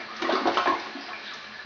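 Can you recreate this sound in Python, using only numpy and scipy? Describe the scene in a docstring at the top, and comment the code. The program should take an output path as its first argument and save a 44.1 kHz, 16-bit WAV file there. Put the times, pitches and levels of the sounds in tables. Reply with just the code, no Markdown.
"""End of a toilet flush

In a small hard bathroom the trap gulps air: single gliding tones from low gulps to high plinks are bubbles and
their echoes, froth and spray are swarms of small bubbles, splashes are short noise bursts. All ring in the hollow
bowl (resonances) and echo from the walls (decaying noise). Behind them: drain rumble (low resonant noise), the
steady, slightly whistling hiss of the cistern refill (coloured noise) and a thin wavering supply-pipe hum (sine)."""
import sys
import numpy as np
from scipy import signal
from scipy.fft import rfft, irfft, next_fast_len
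from scipy.io import wavfile
from scipy.ndimage import uniform_filter1d, map_coordinates

SR = 44100
rng = np.random.default_rng(int(sys.argv[2]) if len(sys.argv) > 2 else 0)


def inscribe(sig):
    """Save sig as 16-bit PCM at rate SR to the path in sys.argv[1].

    A 1-D sig is mono; a 2-D sig holds one channel per row.
    Samples are clipped to [-1, 1] before scaling.
    """
    pcm = np.round(np.clip(np.atleast_2d(sig).T, -1, 1) * 32767)
    wavfile.write(sys.argv[1], SR, pcm.astype(np.int16))


N = 72765  # samples

# Bubble and splash levels apply before bowl and room; all levels apply before the microphone.
TONE_DB = -1.5
SWELL = 4.97  # a bubble peaks at time scale / SWELL
FROTH_DB, FROTH_PER_S, FROTH_HZ, FROTH_OCT, FROTH_CYCLES = -9.5, 1100, 767, 0.771, 4.7
SPRAY_DB, SPRAY_PER_S, SPRAY_HZ, SPRAY_OCT, SPRAY_CYCLES = -6.5, 3500, 2603, 0.618, 3.25
MAX_SMALL_BUBBLES = 5000  # limits the spray rate
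SMALL_SPREAD_DB = 2.5  # scale of the log-random levels
LOWEST_HZ = 258  # largest bubble of froth or spray
TOP_HZ = 7250  # limit of small bubbles and microphone
RISE = 0.14  # fractional pitch climb of small bubbles over one time scale, as they surface
THUMP_DB, THUMP_HZ, THUMP_WIDTH_HZ = 24.5, 69.6, 42
REFILL_DB, REFILL_PATCHY_DB = -41, 1.9
HUM_HZ, HUM_DB, HUM_WAVER_DB, HUM_WAVER_PER_S = 212.6, -54, 4.5, 5.2
SPLASH_DB, SPLASH_ATTACK_S = 1.5, 0.0015
DIRECT_DB, DIRECT_HZ = -2, 1150  # the bowl hides the low part of the direct sound
ROOM_DB, ROOM_DELAY_S = -0.5, 0.006


def amp(db):
    """Amplitude ratio of a level in dB."""
    return 10 ** (np.asarray(db) / 20)


def unit(x):
    """Scale to rms 1."""
    return x / np.sqrt(np.mean(x ** 2) + 1e-20)


def along(points, hz):
    """Interpolate (f/Hz, value) points on a log frequency axis."""
    f, v = np.transpose(points)
    return np.interp(np.log(hz + 1), np.log(f + 1), v)


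def filtered(x, response):
    """Apply a complex frequency response."""
    m = next_fast_len(N + SR)
    spectrum = rfft(x, m) * response(np.fft.rfftfreq(m, 1 / SR))
    return irfft(spectrum, m)[..., :N]


def peak(f, hz, width_hz):
    """Response of a causal resonance with peak gain 1."""
    return 1j * f * width_hz / (hz * hz - f * f + 1j * f * width_hz)


def churn():
    """Level curves of froth, spray and drain rumble in dB, one value per sample."""
    # Agitation of the water: t/s, froth level/dB, spray level/dB, rumble level/dB (before offsets)
    churn_levels = [(0.0, -33.5, -33.5, -64), (0.064, -47.5, -45.5, -71.5), (0.11, -41.5, -39.5, -75.5),
                    (0.182, -46, -35.5, -72.5), (0.234, -25.5, -38.5, -59), (0.274, -28, -31.5, -59),
                    (0.306, -19.5, -36.5, -58.5), (0.362, -25, -36.5, -77), (0.404, -28.5, -34, -74.5),
                    (0.44, -41.5, -34.5, -63), (0.476, -15.5, -30.5, -45), (0.5, -23, -36, -52.5),
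                    (0.564, -36.5, -30.5, -57), (0.574, -16, -25, -53), (0.62, -43, -36.5, -61.5),
                    (0.642, -48, -32, -72), (0.68, -20, -29.5, -55.5), (0.712, -27.5, -36, -55),
                    (0.868, -41.5, -38, -77.5), (1.12, -43, -41.5, -72), (1.24, -47.5, -39, -75.5),
                    (1.342, -46.5, -41.5, -63), (1.622, -50.5, -43.5, -72.5), (1.65, -52, -60, -64.5)]
    s, *levels_db = np.transpose(churn_levels)
    t = np.arange(N) / SR
    return [np.interp(t, s, db) for db in levels_db]


def blips(s, hz, db, life_s, glide, size):
    """Sum of gliding sines that swell to their peak level and die."""
    t = np.arange(size) / SR
    u = t / life_s[:, None]
    bend = 1 + (glide[:, None] - 1) * np.minimum(u, 2) / 2
    phase = 2 * np.pi * hz[:, None] * t * bend
    envelope = SWELL * u * np.exp(2 - 2 * np.sqrt(SWELL * u))  # peak 1
    wave = amp(db)[:, None] * envelope * np.sin(phase)
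    at = np.round(s * SR).astype(int)[:, None] + np.arange(size)
    return np.bincount(at.ravel(), wave.ravel(), N + size)[:N]


def swarm(per_s, mid_hz, octaves, cycles, size):
    """Small bubbles at random times and log-normal pitches, rms 1; higher ones die sooner."""
    u = rng.random((MAX_SMALL_BUBBLES, 2))
    hz = mid_hz * 2 ** (octaves * rng.standard_normal(MAX_SMALL_BUBBLES))
    within_count = np.arange(MAX_SMALL_BUBBLES) < per_s * N / SR
    keep = within_count & (hz > LOWEST_HZ) & (hz < TOP_HZ)
    hz = hz[keep]
    s = u[keep, 0] * N / SR
    db = -SMALL_SPREAD_DB * np.log(0.09 + u[keep, 1])
    glide = np.full(len(hz), 1 + RISE)
    return unit(blips(s, hz, db, cycles / hz, glide, size))


def gulps():
    """Single tones of bubbles and their echoes, plus froth and spray that follow the churn."""
    # Single gliding tones, low gulps to high plinks:
    # t/s, f/Hz, peak level/dB (before offset), decay time scale/s, pitch ratio after one time scale
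    single_tones = [(.001, 354, -41, 0.013, 0.98), (.001, 2255, -34.5, 0.014, 0.92),
                    (.086, 1140, -34.5, 0.0054, 0.95), (.096, 1194, -34.5, 0.033, 1.07),
                    (.196, 1220, -33.5, 0.024, 1), (.22, 344.2, -28, 0.021, .98),
                    (.235, 287, -32, 0.016, 0.9), (.247, 1173, -22.5, 0.0077, .96),
                    (0.253, 1940, -21, 0.0054, 1), (.292, 616, -19, .011, 0.99),
                    (0.306, 1485, -26, 0.012, 1.1), (0.327, 297, -22.5, 0.015, 1.45),
                    (.335, 358.6, -19.5, 0.0062, 1.02), (.354, 1290, -16.5, 0.0073, 0.84),
                    (.356, 2178, -30, 0.013, 0.99), (.386, 1170, -27, 0.0082, 0.86),
                    (0.416, 321, -29.5, 0.018, 0.79), (0.455, 338.5, -21, .015, 1.05),
                    (.471, 787, -19.5, 0.0095, 0.96), (.49, 722, -26, 0.0062, 0.81),
                    (.517, 705, -29, 0.0083, 1.1), (.552, 342, -30.5, 0.034, 1.1),
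                    (.572, 1266, -10, 0.0026, 1.02), (.573, 2977, -16.5, 0.0025, 1.02),
                    (.578, 913, -19, .006, 1.2), (.581, 1934, -26.5, 0.009, 1.),
                    (.592, 728, -35.5, 0.0057, 0.86), (0.599, 1245, -21, 0.009, 1.2),
                    (.662, 677, -27, 0.011, 1.1), (.673, 999.2, -16.5, 0.021, 1.1),
                    (0.673, 1780, -18, .006, 0.94), (.677, 332.3, -21.5, 0.012, 1.02),
                    (.721, 875, -20, 0.0058, 1.1), (.75, 2047, -33.5, .03, 1.08),
                    (.798, 4140, -37.5, .004, 1.4), (.951, 272, -35.5, .035, 1.01),
                    (.952, 331, -41.5, 0.024, 1.11), (.972, 688, -37, 0.008, 1.),
                    (1.085, 719, -38.5, 0.014, 1.02), (1.088, 2310, -34, .004, 1.36),
                    (1.1, 1010, -34.5, 0.011, 1.13), (1.109, 1079, -33, 0.0081, 1.01),
                    (1.133, 1830, -36, 0.0068, 0.84), (1.131, 2455, -31, 0.015, 0.93),
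                    (1.15, 2450, -41.5, 0.033, 1.), (1.231, 215, -52, 0.032, 0.96),
                    (1.278, 3660, -32, 0.0065, 0.91), (1.292, 3750, -43, 0.023, 1.1),
                    (1.313, 1432, -38.5, 0.021, 0.77), (1.461, 211, -49, .02, 1)]
    s, hz, db, life_s, glide = np.transpose(single_tones)
    froth_db, spray_db, _ = churn()
    froth = swarm(FROTH_PER_S, FROTH_HZ, FROTH_OCT, FROTH_CYCLES, size=1500)
    spray = swarm(SPRAY_PER_S, SPRAY_HZ, SPRAY_OCT, SPRAY_CYCLES, size=300)
    tones = blips(s, hz, db + TONE_DB, life_s, glide, size=4000)
    return tones + amp(froth_db + FROTH_DB) * froth + amp(spray_db + SPRAY_DB) * spray


def thump():
    """Drain-pipe rumble: noise through a low resonance applied twice, following the churn."""
    rumble_db = churn()[2]
    noise = rng.standard_normal(N)
    rumble = unit(filtered(noise, lambda f: peak(f, THUMP_HZ, THUMP_WIDTH_HZ) ** 2))
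    return amp(rumble_db + THUMP_DB) * rumble


def refill():
    """Cistern refill: noise, patchy in time and frequency, through the valve's resonances."""
    # Hiss spectrum: f/Hz, relative level/dB
    hiss = [(30, -4), (150, -1), (200, -19.5), (300, -20.5), (640, -12), (1100, -13.5), (1900, -11),
            (3200, -22), (4300, -13.5), (5600, -23), (7000, -37)]
    # Valve resonances: f/Hz, width/Hz, level added relative to hiss/dB
    whistle = [(220.8, 7.5, 22.5), (1176, 10, 15), (1444, 15, 8.5), (1721, 98, 11), (2363, 20, 10.5),
               (2710, 20, 11.5), (4067, 140, 1)]

    def colour(f):
        lift = sum(amp(db) * abs(peak(f, hz, width_hz)) ** 2 for hz, width_hz, db in whistle)
        return amp(along(hiss, f)) * (1 + lift)

    z = signal.stft(rng.standard_normal(N), nperseg=512)[2]
    field = uniform_filter1d(rng.standard_normal(z.shape), size=5, axis=0)  # across frequency
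    field = uniform_filter1d(field, size=10, axis=1)  # across time
    noise = signal.istft(z * amp(REFILL_PATCHY_DB * unit(field)), nperseg=512)[1][:N]
    return amp(REFILL_DB) * unit(filtered(noise, colour))


def hum():
    """Supply-pipe hum: a thin low sine with a smooth random level in dB."""
    t = np.arange(N) / SR
    waver = map_coordinates(rng.standard_normal(64), [t * HUM_WAVER_PER_S])
    return amp(HUM_DB + HUM_WAVER_DB * waver) * np.sin(2 * np.pi * HUM_HZ * t)


def splashes():
    """Short bursts of band-limited noise with a fast attack and exponential decay."""
    # Splashes: t/s, level/dB (before offset), centre f/Hz, full width between 1/e gains/octaves, t60/s
    bursts = [(0.164, -39.5, 5100, 0.77, 0.054), (0.219, -26.5, 2500, 4.6, 0.059),
              (0.2223, -20, 1830, 3, 0.028), (.297, -31.5, 3100, 1.2, 0.11),
              (0.322, -29.5, 3630, 1.2, 0.11), (0.352, -32, 4330, 0.91, 0.056),
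              (0.455, -19, 866, 1.6, 0.033), (0.471, -30, 3600, 1.5, 0.074), (.54, -37.5, 4000, 1.7, 0.11),
              (.572, -29, 2925, 2.5, 0.082), (0.658, -14, 920, 2.2, .03), (0.675, -27.5, 2600, 3.2, 0.027),
              (.797, -40, 4400, 0.67, .15), (1.007, -43, 4890, 0.41, 0.35), (1.084, -40.5, 1200, 1.9, .2),
              (1.237, -44.5, 3500, 1.1, 0.6), (1.335, -32.5, 5150, 2.7, 0.047)]
    out, t = np.zeros(N), np.arange(N) / SR
    for s, db, hz, octaves, t60_s in bursts:
        noise = rng.standard_normal(N)
        band = unit(filtered(noise, lambda f: np.exp(-(np.log2((f + 1) / hz) / octaves * 2) ** 2)))
        u = np.maximum(t - s, 0)
        attack = 1 - np.exp(-u / SPLASH_ATTACK_S)
        out += amp(db + SPLASH_DB - 60 * u / t60_s) * attack * band
    return out


def bowl(x):
    """Direct sound with its lows shelved down, plus ringing modes of the hollow bowl and trap."""
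    # Bowl and trap modes: f/Hz, gain/dB, t60/s
    modes = [(217.3, 12, 0.14), (247.1, 9.5, 0.25), (282.5, 11, 0.48), (337, 10, 0.38), (375.4, 7.5, 0.19),
             (433.4, 5.5, 0.19), (555, 3.5, .2), (589.5, 6.5, .25), (660, 6, 0.16), (708.1, 11.5, 0.18),
             (764.3, 7, 0.17), (839.7, 5, .3), (962.4, 0, 0.2), (1077, 4.5, 0.13), (1179, 1.5, 0.19),
             (1310, 0, .15), (1470, 2.5, 0.15)]

    def response(f):
        direct = (amp(DIRECT_DB) + 1j * f / DIRECT_HZ) / (1 + 1j * f / DIRECT_HZ)
        # width/Hz = ln(1000) / (pi t60)
        ringing = sum(amp(db) * peak(f, hz, np.log(1000) / np.pi / t60_s) for hz, db, t60_s in modes)
        return direct + ringing

    return filtered(x, response)


def room(x):
    """Tiled-room echo: delayed noise tail of unit energy, each frequency dying at its own rate."""
    # Reverberation time: f/Hz, t60/s
    room_t60 = [(200, 0.39), (1000, 0.54), (3000, .35), (7000, 0.75)]
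    # Initial tail spectrum, low notes ring in the bowl more than in the room: f/Hz, relative level/dB
    room_colour = [(200, -14), (450, -7), (900, -1.5), (2000, 2), (6000, -0.5)]
    hz, t, z = signal.stft(rng.standard_normal(SR // 2), SR, nperseg=256)
    start_db = along(room_colour, hz)[:, None]
    decay_db = 60 * t / along(room_t60, hz)[:, None]
    tail = signal.istft(z * amp(start_db - decay_db), SR, nperseg=256)[1]
    delayed = np.pad(x, (round(ROOM_DELAY_S * SR), 0))
    return signal.fftconvolve(delayed, tail / np.linalg.norm(tail))[:N]


def scene():
    """Water in bowl and room, over rumble, refill and hum; one channel."""
    water = bowl(gulps() + splashes())
    echo = amp(ROOM_DB) * room(water)
    return (water + echo + thump() + refill() + hum())[None]


def record(dry):
    """Small microphone: little bass, nothing from TOP_HZ up."""
    # Microphone response: f/Hz, gain/dB
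    mic = [(40, -38), (170, -13.5), (220, -1.5), (4500, -0.5), (6000, -3.5), (6900, -19), (7100, -24.5),
           (7250, -43.5)]
    return filtered(dry, lambda hz: amp(along(mic, hz)) * (hz < TOP_HZ))


dry = scene()
out = record(dry)
inscribe(out)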